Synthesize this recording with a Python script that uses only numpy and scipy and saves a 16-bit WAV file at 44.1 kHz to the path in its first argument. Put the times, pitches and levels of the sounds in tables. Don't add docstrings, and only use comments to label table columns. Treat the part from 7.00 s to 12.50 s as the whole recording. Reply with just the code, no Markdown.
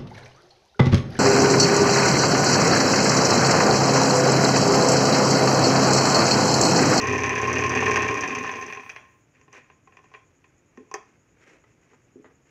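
import sys
import numpy as np
from scipy import signal
from scipy.fft import rfft, irfft
from scipy.io import wavfile
from scipy.ndimage import uniform_filter1d

SR = 44100
rng = np.random.default_rng(int(sys.argv[2]) if len(sys.argv) > 2 else 0)


def wav_record(signal):
    frames = np.transpose(np.atleast_2d(signal))
    bounded = np.clip(frames, -1, 1)
    quanta = np.round(bounded * 32767).astype(np.int16)
    wavfile.write(sys.argv[1], SR, quanta)


N = 242546
TIME = np.arange(N) / SR

# f/Hz, width/Hz, level/dB
BED_MODES = [(364, 15, 0), (413.2, 18, 7), (440, 13, 5.5), (478, 35, -17), (611, 130, -11)]
# f/Hz, width/Hz, level/dB
ARM_MODES = [(757, 23, -22.5), (781, 49, -10.5), (1053.8, 31, 3)]
# f/Hz, width/Hz, level/dB
LINKAGE_MODES = [(1124, 340, -11), (1632, 270, -5.5), (1836, 160, 2.3), (2020, 240, -5), (2310, 230, -3.5),
                 (2478, 230, 2), (2730, 150, -5), (3074, 610, -17), (4020, 2500, -25.5)]
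# f/Hz, width/Hz, level/dB
NEEDLE_MODES = [(4400, 430, -28), (5000, 540, -3.5), (5754, 520, 2.5), (6190, 450, 7), (7060, 1000, -12.5),
                (9205, 2400, -26), (12000, 4000, -35.5), (14800, 1000, -33)]
# f/Hz, width/Hz, level/dB
CLOTH_MODES = [(410, 310, 4), (1047, 600, -5), (1730, 900, -0.5), (2378, 600, -0.5), (3640, 2600, -20.5),
               (6100, 1700, -13), (9800, 6000, -39)]


def undb(db):
    return 10 ** (np.asarray(db) / 20)


def unit(x):
    return x / np.sqrt(np.mean(x ** 2))


def through(x, response):
    return signal.fftconvolve(x, response)[:N]


def body(modes, contact=1.47):
    f_hz = np.arange(1, SR // 4 + 2) * 2.
    power = 0
    for mode_hz, width_hz, db in modes:
        detune = (f_hz / mode_hz - mode_hz / f_hz) * mode_hz / width_hz
        skirt = detune ** 4 if width_hz > 140 else detune ** 2
        power = power + undb(db) ** 2 / (1 + skirt)
    top_hz = contact * modes[-1][0]
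    power = power / (1 + (f_hz / top_hz) ** 6)
    cepstrum = irfft(np.log(power + 1e-12))
    cepstrum[0] /= 2
    cepstrum[len(cepstrum) // 2:] = 0
    response = irfft(np.exp(rfft(cepstrum)))[:SR // 4]
    return response / np.sqrt(np.sum(response ** 2))


def impulses(times_s, sizes):
    out = np.zeros(N)
    index = np.clip(np.round(times_s * SR).astype(int), 0, N - 1)
    np.add.at(out, index, sizes)
    return out


def chatter(blows, decay_s, share, rise_s=0.0003):
    t = TIME[:SR // 10]
    fade = np.exp(-t / decay_s) * (1 - np.exp(-t / rise_s))
    power = np.maximum(through(blows ** 2, fade / fade.sum()), 0)
    buzz = share * np.sqrt(power) * rng.standard_normal(N)
    return blows / np.sqrt(1 + share ** 2) + buzz


def shaft():
    # t/s, speed/(stitches/s)
    speed_curve = [(0.0, 16.79), (0.1, 18.65), (0.2, 18.29), (0.3, 16.6), (0.4, 16.14), (0.5, 18.14),
                   (0.6, 18.61), (0.7, 17.24), (0.8, 18.82), (0.9, 19.37), (1.0, 17.18), (1.1, 16.3),
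                   (1.5, 11.35), (1.7, 7.8), (1.8, 5.75), (1.9, 4.2), (2.05, 2.2), (2.25, 0)]
    speed = np.interp(TIME, *np.transpose(speed_curve))
    return speed, np.cumsum(speed) / SR


def passing(turns, share):
    return np.interp(np.arange(np.ceil(turns[-1] - share)) + share, turns, TIME)


def force(speed, db, doubling_db, full_speed=18):
    octaves = np.log2(np.maximum(speed, 1e-9) / full_speed)
    return undb(db + doubling_db * octaves)


def running(modes, column, db, doubling_db, scatter_db, buzz_s, buzz, rub):
    # angle/turn, bed/dB, arm/dB, linkage/dB, needle/dB
    stitch = [(.015, -3, 2, -0.5, -15), (.255, -2.5, -3, -0.5, 2), (.36, -4, 0.5, 2.5, -2.5),
              (0.449, -8, 4.5, -9, -7.5), (0.516, -4.5, -10.5, -1.5, -10.5), (0.602, -7, -9.5, -15, -26),
              (.66, -5.5, -9, 1.5, -21), (.71, -2, 2, -21.5, -1), (.82, -12.5, -7.5, -3.5, -8.5),
              (0.87, -4, -8, -4.5, -13), (.965, -6.5, -1.5, -4, -13.5)]
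    throw_speed = 7.6
    speed, turns = shaft()
    blows = np.zeros(N)
    for row in stitch:
        times_s = passing(turns, row[0])
        late, hard = rng.standard_normal((len(times_s), 2)).T
        blows += impulses(times_s + .0004 * late, undb(row[column] + scatter_db * hard))
    drive = unit(chatter(blows, buzz_s, buzz)) * np.sqrt(np.mean(speed > 0))
    drive *= np.minimum(speed / throw_speed, 1)
    drive += rub * rng.standard_normal(N)
    return through(drive * force(speed, db, doubling_db), body(modes))


def table_shake(db, doubling_db, up=.43, down=.93, rebound=0.68, rumble=0.45):
    # f/Hz, width/Hz, level/dB
    table_modes = [(91, 25, 0), (118.3, 11, 6)]
    rock_speed, rock_range, rock_db = 16.2, .6, 11.5
    speed, turns = shaft()
    shoves = np.zeros(N)
    for share, push in ((up, 1), (down, -rebound)):
        times_s = passing(turns, share)
        shoves += impulses(times_s, push * undb(1.5 * rng.standard_normal(len(times_s))))
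    drive = shoves / np.sqrt(np.mean(shoves[speed > 0] ** 2))
    drive = drive + rumble * rng.standard_normal(N)
    rocking = .5 + .5 * np.tanh((speed - rock_speed) / (2 * rock_range))
    return through(drive * force(speed, db + rock_db * rocking, doubling_db), body(table_modes))


def thread(db=-70, doubling_db=3.5, tug=.6, tight_at=.1):
    # f/Hz, width/Hz, level/dB
    guide_modes = [(9000, 2500, 2), (12500, 3000, -9.5), (14830, 900, 5.5)]
    speed, turns = shaft()
    pull = 1 + tug * np.cos(2 * np.pi * (turns - tight_at))
    hiss = rng.standard_normal(N) * pull
    return through(hiss * force(speed, db, doubling_db), body(guide_modes))


def machine():
    # f/Hz, width/Hz, level/dB
    stand_modes = [(170.8, 9.3, -4.5), (255.2, 25, 2.5), (292.6, 12, 0)]
    bed = running(stand_modes + BED_MODES, 1, db=-30.0, doubling_db=11, scatter_db=2.8,
                  buzz_s=0.0039, buzz=0.45, rub=0.25)
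    arm = running(ARM_MODES, 2, db=-32, doubling_db=8, scatter_db=3.0,
                  buzz_s=0.0058, buzz=0.58, rub=0.45)
    linkage = running(LINKAGE_MODES, 3, db=-30.0, doubling_db=7.5, scatter_db=3.5,
                      buzz_s=0.0057, buzz=1.0, rub=0.43)
    needle = running(NEEDLE_MODES, 4, db=-41.5, doubling_db=9.0, scatter_db=2.0,
                     buzz_s=0.0033, buzz=0.91, rub=0.43)
    return bed + arm + linkage + needle + table_shake(db=-46.0, doubling_db=7) + thread()


def movements(rows, rise_share=0.3, release_s=0.036):
    out = np.zeros(N)
    for start_s, length_s, db in rows:
        rise = np.clip((TIME - start_s) / (rise_share * length_s), 0, 1)
        release = np.exp(-np.maximum(TIME - start_s - length_s, 0) / release_s)
        out = np.maximum(out, undb(db) * rise * release)
    return out


def walk(rate_hz):
    k = int(SR / rate_hz)
    held = np.repeat(rng.standard_normal(N // k + 1), k)
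    return 1.3 * uniform_filter1d(uniform_filter1d(held, k), k)[:N]


def friction(grain_db, flutter_db):
    return unit(rng.standard_normal(N) * undb(grain_db * walk(500) + flutter_db * walk(40)))


def cloth(rest_db=-76):
    # start/s, length/s, level/dB
    pushes = [(4.02, 0.12, -66), (4.356, 0.2, -58), (4.655, 0.047, -64.5), (4.784, 0.17, -65.5),
              (5.44, 0.068, -64.5)]
    slip = np.maximum(movements(pushes), undb(rest_db))
    return through(friction(grain_db=2.5, flutter_db=2.2), body(CLOTH_MODES)) * slip


def cricket(hz=6780, glide_hz=200, width_hz=520, db=-76.0):
    chirp_hz, chirp_at_s = 9.59, .033
    phase = ((TIME - chirp_at_s) * chirp_hz + .5) % 1
    lowpass = signal.butter(2, width_hz / 2, fs=SR, output="sos")
    rasp = unit(signal.sosfilt(lowpass, rng.standard_normal(N)))
    tone = np.sin(2 * np.pi * np.cumsum(hz + glide_hz * (phase - .5)) / SR)
    swell = .4 + np.sin(np.pi * phase) ** 2
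    return undb(db) * unit(tone * rasp * swell)


def air(db=-60.5):
    # f/Hz, level/(dB per Hz)
    noise_curve = [(30, 10), (75, 3), (125, 6.5), (200, -3), (280, 0.5), (430, -4.5), (600, -9.5),
                   (1100, -14.5), (2400, -16), (4200, -32), (6500, -21.5), (8000, -36.5), (12000, -38),
                   (15500, -47)]
    hz, density_db = np.transpose(noise_curve)
    f_hz = np.maximum(np.arange(N // 2 + 1) * SR / N, 1)
    gain = undb(np.interp(np.log(f_hz), np.log(hz), density_db))
    return undb(db) * unit(irfft(rfft(rng.standard_normal(N)) * gain, N))


def struck(modes, times_s, db, buzz_s, buzz, contact=1.47):
    response = body(modes, contact)
    blows = impulses(times_s, undb(db))
    return through(chatter(blows, buzz_s, buzz), response / np.abs(response).max())


def knocks():
    # t/s, linkage level/dB, weight (more into bed and arm)/dB, sharpness (more into needle)/dB
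    clacks = [(0.376, -35, -8, -3), (0.825, -20, 9.5, -8), (.879, -26.5, 13, -4), (.942, -20.5, 1.5, 7),
              (.959, -10, -8, 3), (.966, -17.5, -6, 3), (.974, -22, 8.5, 7), (1.725, -24, -5, 2),
              (1.772, -34, 4.5, -6), (1.894, -26.5, -10, 0), (1.899, -28.5, -12, 8),
              (1.962, -24.5, -11, -7), (2.413, -47.5, -2, 5), (2.480, -47.5, 2.5, -5),
              (2.529, -46.5, 0, 19), (2.700, -45.5, 1, -16), (2.874, -46, 4, -6), (2.923, -49, 2, -16),
              (2.970, -40.5, -2, 1), (2.990, -52, 10, 0), (3.041, -53, 8, 5), (3.116, -56.5, 8, 6),
              (3.139, -34, -3.5, -14), (3.148, -35, 0, -15), (3.442, -44.5, -5, -10.5),
              (3.774, -44, 4.5, 4), (3.914, -41, 8.5, 12), (3.941, -26, 6.5, 19), (3.9473, -34, 6, 6),
              (3.9553, -40.5, 14, 10)]
    # t/s, level/dB
    bumps = [(3.777, -32), (4.515, -52), (4.925, -52), (5.157, -36.5), (5.196, -41), (5.25, -43.5)]
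    # t/s, level/dB
    plate_taps = [(4.639, -50), (4.912, -55), (4.933, -49), (5.244, -43.5), (5.255, -46), (5.275, -53),
                  (5.301, -51)]
    # f/Hz, width/Hz, level/dB
    cover_modes = [(730, 320, -1), (1430, 370, -7), (2250, 600, -4.5), (3290, 240, -7.5),
                   (5700, 260, -14.5), (9500, 700, -30)]
    # f/Hz, width/Hz, level/dB
    top_modes = [(254, 15, -16), (265, 12, -3), (347.4, 51, -2.5), (429, 19, 3)]
    # f/Hz, width/Hz, level/dB
    plate_modes = [(449, 20, 12.5), (890, 600, -5), (1280, 150, -4.5), (1730, 350, -10), (1970, 120, -2),
                   (2720, 820, -21.5)]
    bed_db, arm_db, needle_db, cover_db = -10.5, -2.5, -12, -13.5
    t_s, db, weight_db, sharp_db = np.transpose(clacks)
    return (struck(BED_MODES, t_s, db + weight_db + bed_db, buzz_s=0.0043, buzz=0.435)
            + struck(ARM_MODES, t_s, db + weight_db + arm_db, buzz_s=0.0025, buzz=0.66)
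            + struck(LINKAGE_MODES, t_s, db, buzz_s=0.0032, buzz=1.4)
            + struck(NEEDLE_MODES, t_s, db + sharp_db + needle_db, buzz_s=0.0036, buzz=0.53)
            + struck(cover_modes, t_s, db + cover_db, buzz_s=0.023, buzz=2.4)
            + struck(top_modes, *np.transpose(bumps), buzz_s=0.013, buzz=1.0, contact=0.8)
            + struck(plate_modes, *np.transpose(plate_taps), buzz_s=0.0057, buzz=2.36))


def inching(arm_db=-5, linkage_db=-3, needle_db=-18, cloth_db=-5):
    # start/s, length/s, level ahead of the part gains/dB
    nudges = [(2.33, .07, -65.5), (2.515, 0.063, -50.5), (2.61, 0.11, -64), (2.86, .34, -65.5),
              (3.68, 0.33, -69)]
    turning = movements(nudges)
    parts = ((ARM_MODES, arm_db), (LINKAGE_MODES, linkage_db),
             (NEEDLE_MODES, needle_db), (CLOTH_MODES, cloth_db))
    out = np.zeros(N)
    for modes, db in parts:
        scrape = friction(grain_db=3.0, flutter_db=2.5) * turning
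        out += undb(db) * through(scrape, body(modes))
    return out


def room(x, t60_low_s=.33, t60_high_s=0.099, wet_db=-12.5, gap_s=0.004, bass_hz=480):
    t = TIME[:SR // 2]
    highpass = signal.butter(2, bass_hz, "high", fs=SR, output="sos")
    noise = signal.sosfilt(highpass, rng.standard_normal(len(t)))
    low = signal.sosfilt(signal.butter(1, 2500, fs=SR, output="sos"), noise)
    tail = low * np.exp(-np.log(1000) * t / t60_low_s)
    tail += (noise - low) * np.exp(-np.log(1000) * t / t60_high_s)
    tail *= 1 - np.exp(-(t / gap_s) ** 2)
    return x + undb(wet_db) * through(x, tail / np.sqrt(np.sum(tail ** 2)))


def scene():
    near = machine() + inching() + knocks() + cloth()
    return (room(near) + cricket() + air())[None]


def record(dry):
    bass_cut = signal.butter(3, 68, "high", fs=SR, output="sos")
    top_cut = signal.ellip(8, .2, 70, 15600, fs=SR, output="sos")
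    return signal.sosfilt(top_cut, signal.sosfilt(bass_cut, dry))


dry = scene()
out = record(dry)
wav_record(out)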